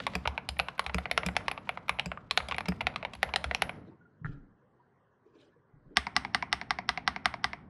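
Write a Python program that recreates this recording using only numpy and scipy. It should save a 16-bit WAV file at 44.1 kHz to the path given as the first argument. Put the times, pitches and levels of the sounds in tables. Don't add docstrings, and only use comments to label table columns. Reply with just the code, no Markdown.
import sys
import numpy as np
from scipy import signal
from scipy.fft import rfft, irfft, next_fast_len
from scipy.io import wavfile
from scipy.ndimage import uniform_filter1d

SR = 44100
rng = np.random.default_rng(int(sys.argv[2]) if len(sys.argv) > 2 else 0)


def amp(db):
    return 10 ** (np.asarray(db, float) / 20)


def write(x):
    x = np.atleast_2d(x).T
    wavfile.write(sys.argv[1], SR, np.round(np.clip(x, -1, 1) * 32767).astype(np.int16))


N = 339129

# frequency in Hz, level in dB per Hz.
LETTER_CRACK = [(290, -43), (500, 0.5), (2570, 9), (4030, 5.5), (7000, -23), (8830, -27), (10500, -32),
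                (11300, -40), (12100, -39.5), (13800, -37), (16000, -59)]
# start in seconds, peak in dB, case pitch in Hz, brightness in dB,
# cap pitch in Hz.
DOWNS = [(0.066, -15, 1130, -1.5, 2150), (0.274, -14.5, 930, -3.5, 2440), (0.488, -15.5, 796, 10, 2490),
         (0.597, -11, 800, -4, 2610), (0.793, -12, 1127, -0.5, 2200), (0.863, -17.5, 780, 1, 2450),
         (1.112, -13, 716, -1.5, 2233), (1.176, -6.5, 720, -2.5, 2155), (1.286, -18.5, 780, -13.5, 2100),
         (1.365, -11, 740, -0.5, 2180), (1.481, -12.5, 1130, -3, 2112), (1.513, -18.5, 790, -4.5, 2450),
         (1.691, -14, 740, -11.5, 2320), (1.893, -10.5, 1180, -2.5, 2394), (1.995, -12, 847, -3.5, 2444),
         (2.3092, -11.5, 1130, 4, 2510), (2.374, -6.5, 746, 2, 2263), (2.582, -17, 730, -3.5, 2130),
         (2.808, -24.5, 714, -4.5, 2520), (2.868, -10, 732, -9, 2260), (3.049, -19, 957, -9, 2250),
         (3.229, -7.5, 800, -6, 1967), (3.337, -17, 750, -5.5, 2384), (3.359, -10.5, 764, 3.5, 1998),
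         (3.441, -17.5, 690, 3.5, 2327), (3.511, -13.5, 720, -18, 1914), (3.547, -12, 780, -1.5, 2610),
         (3.62, -7.5, 763, -2, 2135)]
UPS = [(0.001, -24.5, 560, -2, 1800), (0.073, -25.5, 950, -19, 2160), (0.256, -19, 1270, -17.5, 2170),
       (0.377, -17.5, 930, -10, 2370), (0.591, -16, 676, -1.5, 2440), (0.684, -20.5, 1100, -3, 2660),
       (0.895, -25.5, 825, -8, 1960), (0.983, -18.5, 740, -8, 2060), (1.055, -21.5, 676, -11.5, 2180),
       (1.232, -22, 610, -15, 2100), (1.576, -26, 1160, -11, 2430), (1.773, -23, 1020, -14.5, 2060),
       (1.987, -22.5, 805, -10.5, 2230), (2.116, -22.5, 723, -15, 2140), (2.173, -28.5, 1200, -28, 2300),
       (2.402, -23, 1290, -9, 2170), (2.485, -26, 670, 8, 2450), (2.495, -35.5, 624, -7, 2130),
       (2.511, -21, 1120, -4, 2300), (2.521, -19, 1160, -5, 2460), (2.544, -24.5, 746, -3, 2340),
       (2.606, -20.5, 1180, -4, 2360), (2.72, -26, 695, -18, 1920), (2.959, -19.5, 1200, 1, 2660),
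       (3.027, -23.5, 680, -13.5, 2190), (3.693, -20.5, 756, -7.5, 2420)]
# start in seconds, peak in dB, case pitch in Hz,
# brightness in dB, desk thump in dB.
SPACES = [
    (0.152, -17.5, 730, 4, -20),
    (0.944, -17, 600, 2.5, -20.5),
    (1.262, -19.5, 606, 7.5, -22.5),
    (2.058, -24.5, 575, 4.5, -28),
    (2.685, -22, 1290, 7.5, -17.5),
]
# start in seconds, peak in dB, time held in seconds, release peak in dB.
TAPS = [
    (5.969, -2, 0.098, -20),
    (6.164, -5, .084, -19.5),
    (6.346, -6.5, 0.078, -19),
    (6.527, -6, 0.086, -21),
    (6.706, -10, .08, -19),
    (6.89, -7.5, .084, -19.5),
    (7.076, -7.5, .085, -19),
    (7.256, -6.5, .083, -21),
    (7.442, -7.5, 0.089, -22.5),
]
# frequency in Hz, level in dB, t60 in seconds.
FRAME_MODES = [(39.2, -31.5, 0.23), (67.8, -3.5, 0.21), (102, -5.5, 0.086)]


def rms_one(x):
    return x / np.sqrt(np.mean(x ** 2) + 1e-20)


def at_hz(points, hz):
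    table_hz, values = np.array(points)[:, 0], np.array(points)[:, 1]
    return np.interp(np.log(np.maximum(hz, 1)), np.log(table_hz), values)


def coloured(spectrum, size):
    hz = np.fft.rfftfreq(size, 1 / SR)
    return rms_one(irfft(rfft(rng.standard_normal(size)) * amp(at_hz(spectrum, hz)), size))


def band(x, low_hz, high_hz):
    return signal.sosfilt(signal.butter(2, [low_hz, high_hz], "band", fs=SR, output="sos"), x)


def cut(x, order, hz, kind):
    return signal.sosfilt(signal.butter(order, hz, kind, fs=SR, output="sos"), x)


def add(out, s, sound):
    i = int(round(s * SR))
    out[i:i + len(sound)] += sound[:N - i]


def slow(rate_hz):
    step = 64
    r = np.exp(-2 * np.pi * rate_hz * step / SR)
    walk = signal.lfilter([1], [1, -2 * r, r * r], rng.standard_normal(N // step + 502))[500:]
    return np.interp(np.arange(N) / step, np.arange(len(walk)), rms_one(walk))


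def in_time(rows):
    s, db = np.transpose(rows)
    return amp(np.interp(np.arange(N) / SR, s, db, left=-130, right=-130))


def swell(times, levels_db, rise, fall):
    step = 32
    late = np.arange(0, N, step) / SR - times[:, None]
    gain = amp(levels_db[:, None] - np.maximum(-rise[:, None] * late, fall * late)).sum(axis=0)
    return np.repeat(gain, step)[:N]


def struck(modes, t, gains_db, widen):
    hz, width, db = np.transpose(modes)
    width = width * widen * (hz / 2000) ** 0.049
    start = amp(db + gains_db) * width / 200
    decay = np.exp(-np.pi * width[:, None] * t)
    return start @ (decay * np.sin(2 * np.pi * hz[:, None] * t))


def snap(db):
    cepstrum = irfft(db * np.log(10) / 20)
    cepstrum[1:len(db) - 1] *= 2
    cepstrum[len(db):] = 0
    return irfft(np.exp(rfft(cepstrum)))


def mixed(rows, mix, cap_hz=None):
    case_db, cap_db, spring_db = mix
    contacts = []
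    for s, peak_db, pitch_hz, bright, *more in rows:
        contacts.append((s, peak_db, pitch_hz, case_db, cap_db + bright, spring_db + 1.6 * bright,
                         cap_hz or more[0]))
    return contacts


def keys(contacts, modes, crack, widen, case_width_hz, case_db, cap_width_hz, cap_db, snap_db, crack_db,
         crack_s, spread_db, echo_s, echo_db, slide_db, same, low_hz, high_hz):
    (out, around), t = np.zeros((2, N)), np.arange(2048) / SR
    hz, fine_hz, lag = np.array(modes)[:, 0], np.fft.rfftfreq(2048, 1 / SR), int(echo_s * SR)
    for s, peak_db, pitch, case, cap, spring, cap_hz in contacts:
        softness = np.clip(-peak_db / 25, 0, 1.3)
        case = case + 5.5 * softness
        colour = [(900, case + 16), (2000, 0), (4200, cap + 17), (10000, spring + 33)]

        drift = 0.05 * np.minimum(1, 3500 / hz) * (1 - same) * rng.standard_normal(len(hz))
        detuned = np.array(modes, float)
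        detuned[:, 0] *= 1 + drift
        hit = struck(detuned, t, at_hz(colour, hz) + spread_db * rng.standard_normal(len(hz)), widen)
        own = [(pitch, case_width_hz, case_db + case + 17), (cap_hz, cap_width_hz, cap_db)]
        hit = hit + struck(own, t, 0, 0.54)

        fresh = coloured(crack, size=2048)
        burst = irfft(rfft(fresh) * amp(at_hz(colour, fine_hz)), 2048)
        hit = hit + amp(crack_db) * burst * np.exp(-t / (crack_s * (1 + 0.68 * softness)))
        onset_s = 0.00024 + 0.00045 * softness
        hit = hit * np.sin(np.pi / 2 * np.minimum(t / onset_s, 1)) ** 2
        pulse = snap(at_hz(crack, fine_hz) + at_hz(colour, fine_hz))
        hit = hit + amp(snap_db) * pulse / np.abs(pulse).max()

        hit[lag:] += amp(echo_db) * hit[:-lag]
        for wait in (rng.uniform(0.001, 0.0056, size=2) * SR).astype(int):
            hit[wait:] += amp(-31.0 + 17.0 * softness) * hit[:-wait]

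        top_db = min(0, 4.5 + 0.8 * (spring + 33) - 15 * softness)
        hit = irfft(rfft(hit) * amp(at_hz([(11300, 0), (12500, top_db)], fine_hz)))
        hit = -amp(peak_db) * hit / np.abs(hit).max()
        add(out, s + 0.001, hit)

        power = uniform_filter1d(np.abs(rfft(hit)) ** 2, size=21)
        even = snap(10 * np.log10(power + 1e-16))
        scatter = amp(-12 - 60 * t / 0.074) * rng.standard_normal(2048) * (t > 0.003) / 16
        add(out, s + 0.001, signal.fftconvolve(even, scatter))
        add(around, s + 0.001, even)

        slide = fresh[::-1][:600] * np.hanning(900)[:600]
        add(out, max(s - 600 / SR, 0), amp(slide_db + 1.4 * peak_db) * slide)
    return cut(cut([out, around], 6, low_hz, "high"), 4, high_hz, "low")


def pushes(table, panel, frame, rise_s):
    out, t = np.zeros(N), np.arange(10240) / SR
    for s, panel_db, frame_db in table:
        for modes, level_db in ((panel, panel_db - 2.0), (frame, panel_db + frame_db + 11.0)):
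            hz, db, t60 = np.transpose(modes)[:, :, None]
            strength = amp(level_db + db + 1.8 * rng.standard_normal(hz.shape))
            hz = hz * (1 + 0.02 * rng.standard_normal(hz.shape))
            rings = strength * amp(-60 * t / t60) * np.sin(2 * np.pi * hz * t)
            add(out, s, rings.sum(axis=0) * (1 - np.exp(-t / rise_s)))
    return out


def ticks(rows):
    out, t = np.zeros(N), np.arange(2048) / SR
    for s, peak_db, modes, rise_s in rows:
        hit = struck(modes, t, rng.normal(0, 3, len(modes)), 1.0) * (1 - np.exp(-t / rise_s)) ** 2
        add(out, s, amp(peak_db) * hit / np.abs(hit).max())
    return out


def air():
    # frequency in Hz, level in dB per Hz.
    air_spectrum = [(35, -38), (60, -12.5), (91, -20.5), (133, 2.5), (239, -35), (396, -2.5), (683, -11),
                    (975, -8.5), (1680, -14.5), (1870, -15.5), (2300, -31), (9000, -50.5), (11700, -88),
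                    (19800, -120)]
    base = coloured(air_spectrum, size=next_fast_len(N))[:N]
    edges = 40 * 2 ** np.arange(0, 8.6, 0.5)
    bands = [band(base, a, b) * amp(1.6 * slow(9)) for a, b in zip(edges, edges[1:])]
    return amp(-71) * rms_one(sum(bands))


def hands():
    # time in seconds, level in dB.
    wrist_weight = [(0.0, -48), (0.8, -60.5), (1.09, -52.5), (1.37, -47.5), (1.7, -56), (2.44, -55.5),
                    (2.76, -47.5), (3.23, -55.5), (3.82, -48.5), (3.95, -63), (4.17, -66), (4.37, -55.5),
                    (4.6, -69.5), (4.95, -76), (5.74, -71), (6.17, -52), (6.65, -52.5), (7.69, -54.5)]
    # time in seconds, sleeve murmur in dB, skin rustle in dB,
    # rise in dB per second.
    shifts = [
        (3.76, -53.5, -75, 296),
        (3.88, -59, -78, 400),
        (4.256, -51.5, -66, 2501),
        (4.329, -62, -77, 405),
        (4.531, -85, -99, 299),
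        (4.77, -63.5, -99, 200),
        (5.266, -63, -86, 1502),
        (5.355, -70.5, -78, 1500),
        (5.41, -61.5, -65, 347.5),
        (5.921, -57, -90, 200),
    ]
    # frequency in Hz, level in dB.
    skin_bands = [(1500, 3), (2300, 8), (2900, 6.5), (3600, 4), (4500, 0), (5400, -6), (6300, -9.5),
                  (7800, -16.5)]
    rumble, t = in_time(wrist_weight), np.arange(N) / SR
    s, murmur_db, rustle_db, rise = np.transpose(shifts)
    aloft = uniform_filter1d(((t > 3.76) & (t < 4.7)) * 1.0, size=2000)
    sway = amp(1.5 - 13 * aloft) * rumble ** 1.247
    murmur = swell(s, murmur_db, rise, 117)
    rustle = swell(s, rustle_db, rise, 228)
    white = rng.standard_normal((4, N))
    out = sway * rms_one(band(band(white[0], 31, 85), 32, 200))
    out = out + rumble * rms_one(band(band(white[1], 77, 240), 75, 830))
    sleeve = rms_one(band(band(white[2], 240, 400), 280, 714))
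    out = out + murmur * amp(-4 + 4.3 * slow(11.0)) * sleeve
    skin = sum(amp(db + 4.0 * slow(30)) * band(white[3], hz, 1.146 * hz) for hz, db in skin_bands)
    return out + rustle * rms_one(skin)


def fingers():
    # time in seconds, level in dB.
    glides = [
        (0.0, -49),
        (0.4, -64),
        (1.2, -56.5),
        (1.76, -62),
        (2.3, -73),
        (2.5, -56.5),
        (3.0, -65),
        (3.55, -53.5),
        (3.8, -73.5),
    ]
    glide = in_time(glides)
    white = rng.standard_normal((2, N))
    whisper = 0.25 * band(white[1], 5500, 13000) + 1.77 * band(white[1], 10000, 11200)
    rub = glide * rms_one(band(white[0], 970, 3600))
    spring = amp(-39) * glide * amp(4.0 * slow(7)) * rms_one(whisper)
    return amp(-9.5 + 3.87 * slow(40)) * (rub + spring)


def letter_keys():
    # frequency in Hz, width in Hz, level in dB.
    letter_modes = [(1100, 130, -8), (1450, 25, -5), (2610, 68, -6), (2840, 55, -15.5), (3370, 180, -8.5),
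                    (5230, 50, -13.5), (6300, 350, -37), (6465, 27, -28), (7400, 30, -30.5),
                    (7800, 75, -33), (8300, 110, -38), (9400, 25, -35.5), (9450, 60, -35.5),
                    (10190, 170, -37.5), (12480, 84, -47.5), (13940, 130, -40.5)]
    wobbles = [
        (0.2532, -25, 590, -11.5, 2200),
        (1.2645, -26, 655, 5, 2400),
        (2.6828, -24, 800, -1.5, 2300),
        (2.688, -32, 726, -9, 2350),
        (2.8065, -20.5, 940, -9.5, 2120),
        (2.8105, -21, 680, -4, 2600),
        (1.0575, -31.5, 680, -10.5, 2200),
        (1.098, -37.5, 800, -6, 2300),
        (1.461, -40.5, 800, 0.5, 2500),
    ]
    # start in seconds, peak in dB, case pitch in Hz,
    # brightness in dB.
    touches = [(0.135, -34, 532, 4.5), (0.84, -41, 1140, 14), (1.352, -33.5, 900, -1),
               (1.405, -35, 633, -32), (1.8815, -27, 1360, 0.5), (2.656, -30, 926, 5),
               (3.134, -32.5, 1129, 11), (3.29, -33.5, 1070, -10), (0.567, -40.5, 800, -5.5),
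               (0.779, -34, 770, -7), (1.672, -37.5, 925, -26.5), (2.564, -36, 798, 1),
               (2.939, -40, 800, -3.5), (3.01, -44.5, 800, -14.5), (3.15, -38, 984, 8)]
    typed = mixed(DOWNS, (-13, -15.5, -26)) + mixed(UPS + wobbles, (-12.5, -18, -27.5))
    typed += mixed(touches, (-14.5, -21.5, -32), cap_hz=2300)
    return keys(typed, letter_modes, LETTER_CRACK, widen=4.8, case_width_hz=180, case_db=2.0,
                cap_width_hz=580, cap_db=5.5, snap_db=7.5, crack_db=-0.5, crack_s=0.0019, spread_db=5.5,
                echo_s=0.0022, echo_db=-24.5, slide_db=-43.5, same=0.0994, low_hz=401.6, high_hz=11400)


def springs():
    # start in seconds, ping peak in dB, topmost air in dB.
    pings = [(0.0662, -41, -84), (0.1526, -49.5, -51), (0.2748, -42, -76), (0.377, -53.5, -90),
             (0.4886, -36.5, -39), (0.5866, -39.5, -52), (0.597, -32.5, -49), (0.684, -58.5, -81),
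             (0.7787, -53.5, -58), (0.7938, -32.5, -48), (0.8634, -45, -77), (0.9443, -44.5, -60),
             (0.9837, -40.5, -78), (1.113, -50.5, -53), (1.1126, -32, -41), (1.1754, -31, -66),
             (1.262, -47, -57), (1.286, -45.5, -71), (1.3648, -48, -63), (1.365, -33, -60),
             (1.482, -51.5, -86), (1.482, -40.5, -80), (1.5154, -37, -79), (1.6911, -42.5, -66),
             (1.8816, -56, -51), (1.8931, -32.5, -46), (1.9954, -56, -76), (1.9954, -45, -81),
             (2.057, -64, -73), (2.1161, -57, -88.5), (2.3098, -38, -51), (2.369, -56.5, -48),
             (2.3742, -32.5, -46), (2.4845, -43, -70), (2.5636, -47, -86), (2.5825, -39.5, -73),
             (2.607, -48.5, -75), (2.684, -46.5, -65), (2.8105, -46, -68), (2.8694, -42.5, -63),
             (2.9595, -57.5, -90), (3.0505, -54, -82), (3.1343, -55, -86), (3.1513, -46.5, -93),
             (3.2291, -31.5, -67), (3.3383, -49.5, -58), (3.3605, -42.5, -58), (3.441, -41.5, -61),
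             (3.512, -53.5, -64), (3.5468, -38, -64), (3.6198, -27.5, -62), (3.6943, -45.5, -88)]
    ping_hz, air_hz = (10010, 10960), (11800, 15300)
    (ping, top), t = np.zeros((2, N)) + 1e-18, np.arange(1024) / SR
    for s, ping_db, air_db in pings:
        puff = rng.standard_normal(1024) * np.exp(-t / 0.001) * np.minimum(t / 0.00043, 1)
        ping_rms = np.sqrt(np.mean(band(puff, *ping_hz)[:128] ** 2))
        add(ping, s, amp(ping_db - 7.83) * puff / ping_rms)
        add(top, s, amp(air_db + 5) * puff)
    return band(band(ping, *ping_hz), 8500, 12000) + band(band(top, *air_hz), *air_hz)


def desk():
    # frequency in Hz, level in dB, t60 in seconds.
    panel_modes = [(134.4, -2.5, 0.22), (181, 0.5, 0.2), (205, -6, 0.12), (248, -14.5, 0.074),
                   (445.6, -4.5, 0.17)]
    space_panel = [(177, -0.5, 0.15), (265.5, -15, 0.12), (440, -10, 0.07), (580, -15, 0.05),
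                   (330, -19, 0.1)]
    corner_panel = [(118.5, -8.5, 0.074), (202.5, 6.5, 0.064), (260.5, -3, 0.13), (414, -4.5, 0.081)]
    # start in seconds, peak in dB.
    leans = [(0.151, -35.5), (0.267, -31), (0.489, -34), (0.576, -39), (0.865, -38), (0.944, -30.5),
             (1.128, -39), (1.261, -34.5), (1.362, -47), (1.462, -45), (1.899, -39), (2.059, -38.5),
             (2.292, -67), (2.412, -39), (2.513, -40.5), (2.684, -35.5), (2.828, -37.5), (3.162, -43.5),
             (3.263, -39), (3.364, -44), (3.453, -32), (3.623, -42)]
    # start in s, panel in dB, frame against panel in dB
    rows = [(row[0], row[1] - 34, -9.5) for row in DOWNS]
    rows += [(row[0], row[1] - 25, -15) for row in UPS]
    rows += [(s, db - 17.5, 14) for s, db in leans]
    bar = [(row[0], row[4], -28) for row in SPACES]
    taps = [(s, db - 28.5, -9.5) for s, db, _, _ in TAPS]
    taps += [(s + held, db - 22, -17) for s, _, held, db in TAPS]
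    out = pushes(rows, panel_modes, FRAME_MODES, rise_s=0.0075)
    out = out + pushes(bar, space_panel, FRAME_MODES, rise_s=0.0032)
    out = out + pushes(taps, corner_panel, FRAME_MODES, rise_s=0.0049)
    return cut(out, 4, 52, "high")


def space_bar():
    # frequency in Hz, width in Hz, level in dB.
    bar_modes = [(1270, 97, -5.5), (3420, 82, -14), (4936, 110, 0.5), (5430, 46, -9.5), (5660, 76, -17.5),
                 (6570, 98, -25), (7480, 300, -18.5), (8640, 340, -23.5), (10100, 160, -34.5),
                 (11650, 360, -36.5), (13500, 500, -37)]
    return keys(mixed(SPACES, (-11, -27, -21), cap_hz=2480), bar_modes, LETTER_CRACK, widen=2.5,
                case_width_hz=86, case_db=1.0, cap_width_hz=630, cap_db=6.5, snap_db=5.5, crack_db=-3.0,
                crack_s=0.0023, spread_db=5.0, echo_s=0.0012, echo_db=-11.5, slide_db=-27.0, same=0.5,
                low_hz=298.5, high_hz=14000)


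def tail(walls):
    t = np.arange(SR // 2) / SR
    white = rng.standard_normal((2, len(t)))
    out = 0
    for k, (hz, t60, db) in enumerate(walls):
        part = band(white[k % 2], hz / np.sqrt(2), min(hz * np.sqrt(2), 16000))
        out = out + part * amp(db - 60 * t / t60) * (1 - np.exp(-t / 0.0078)) / 16
    return out


def room(x, walls):
    turn = 2 * np.pi * 4.1 * np.arange(N) / SR
    return sum(signal.oaconvolve(x * share, tail(walls))[:N] for share in (np.cos(turn), np.sin(turn)))


def creaks():
    # start in seconds, peak in dB, pitch in Hz.
    slips = [
        (3.911, -60.5, 903),
        (4.007, -60.5, 1450),
        (4.05, -59.5, 1413),
        (4.796, -60, 968),
        (5.263, -56.5, 422),
        (5.362, -56, 422),
        (5.42, -59.5, 580),
        (5.525, -70, 1725),
        (5.558, -60, 476),
    ]
    return ticks([(s, db, [(hz, 35, 0)], 0.006) for s, db, hz in slips])


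def hand_drop():
    # start in seconds, panel in dB, frame against panel in dB.
    drops = [
        (4.214, -37, -36),
        (4.245, -29, -20),
        (4.289, -29, -22),
        (4.349, -55, 5),
        (5.735, -52, -17.5),
        (5.859, -52, -9),
    ]
    # frequency in Hz, level in dB, t60 in seconds.
    drop_panel = [(122, 7, 0.099), (141.5, 3.5, 0.19), (152, 1, 0.17), (282.7, -14.5, 0.56),
                  (430, -19.5, 0.14)]
    drop_frame = [(27.8, 1, 0.33), (38, -8.5, 0.3), (55, -9, 0.32)]
    return pushes(drops, drop_panel, drop_frame, rise_s=0.013)


def knuckle():
    # start in seconds, peak in dB.
    knocks = [
        (4.2453, -31),
        (4.251, -48),
        (4.256, -32),
        (4.2633, -35),
    ]
    # frequency in Hz, width in Hz, level in dB.
    knuckle_modes = [(1375, 200, 8.5), (1730, 340, 11.5), (800, 300, -2), (3590, 810, -24)]
    return ticks([(s, db, knuckle_modes, 0.0022) for s, db in knocks])


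def corner_touch():
    cap_modes = [(5450, 70, 0), (900, 60, -3)]   # (Hz, width Hz, dB)
    return ticks([(s - 0.011, db - 46, cap_modes, 0.0006) for s, db, _, _ in TAPS])


def corner_key():
    # frequency in Hz, width in Hz, level in dB.
    press_modes = [(740, 54, -11.5), (923, 99, 2.5), (1171, 29, 0), (1630, 73, -5.5), (2250, 130, -5),
                   (2723, 150, -8), (3060, 166, -6), (3474, 300, -7), (4120, 640, -10), (4570, 130, -19.5),
                   (5150, 130, -14), (6690, 63, -24.5), (8620, 540, -26.5), (9560, 370, -29.5),
                   (10340, 100, -36.5), (12180, 300, -48), (15460, 250, -52), (13900, 190, -43.5)]
    release_modes = [(720, 27, -1), (950, 29.5, 0.5), (1420, 25, -26), (2200, 110, -1.5), (2910, 84, -15),
                     (4430, 540, 2), (4300, 80, -25), (5320, 39, -6), (6140, 110, -29), (8400, 92, -37),
                     (9800, 150, -31), (13400, 100, -47)]
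    # frequency in Hz, level in dB per Hz.
    corner_crack = [(450, -38.5), (720, 15.5), (1700, 8), (3200, -0.5), (5500, -2.5), (6500, -42),
                    (7200, -36.5), (8800, -26.5), (11800, -40.5), (14000, -42), (16000, -52.5)]
    case_hz = 860
    down = [(s, db, case_hz, -17, -17, -31 + (db + 7.5), 1993) for s, db, _, _ in TAPS]
    up = [(s + held, db, case_hz, -11.5, -21.5, -36, 2070) for s, _, held, db in TAPS]
    presses = keys(down, press_modes, corner_crack, widen=1.37, case_width_hz=390, case_db=-12.0,
                   cap_width_hz=180, cap_db=1.5, snap_db=7.0, crack_db=-4.0, crack_s=0.0012,
                   spread_db=1.2, echo_s=0.002452, echo_db=-9.0, slide_db=-40.0, same=0.8,
                   low_hz=719, high_hz=13960)
    releases = keys(up, release_modes, corner_crack, widen=2.53, case_width_hz=370, case_db=-18.0,
                    cap_width_hz=390, cap_db=5.5, snap_db=-2.0, crack_db=-7.0, crack_s=0.0026,
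                    spread_db=1.2, echo_s=0.0018, echo_db=-12.0, slide_db=-58.0, same=0.8,
                    low_hz=690, high_hz=12000)
    return presses + releases


def scene():
    # frequency in Hz, t60 in seconds, level in dB.
    room_walls = [(298, 0.77, -24.5), (560, 0.69, -20.5), (1200, 0.63, -21.5), (2450, 0.26, -23.5),
                  (4885, 0.47, -29), (9810, 0.31, -20.5), (15180, 0.16, -19)]
    corner_walls = [(298, 0.66, -27.5), (560, 1, -24), (1200, 0.6, -25.5), (2450, 0.34, -21.5),
                    (4800, 0.32, -31.5), (9800, 0.32, -21.5), (15060, 0.25, -21.5)]
    background = air() + hands() + fingers()
    small = springs() + creaks() + knuckle() + corner_touch()
    near, around = letter_keys() + space_bar() + small
    corner, behind = corner_key()
    echoes = room(around, room_walls) + room(behind, corner_walls)
    return (near + corner + echoes + desk() + hand_drop() + background)[None]


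def top_cut(x):
    return signal.sosfilt(signal.butter(12, 16430, fs=SR, output="sos"), x)


def record(dry):
    headroom = 1.7
    rounded = headroom * np.tanh(dry / headroom)
    return top_cut(cut(rounded, 4, 15300, "low"))


dry = scene()
out = record(dry)
write(out)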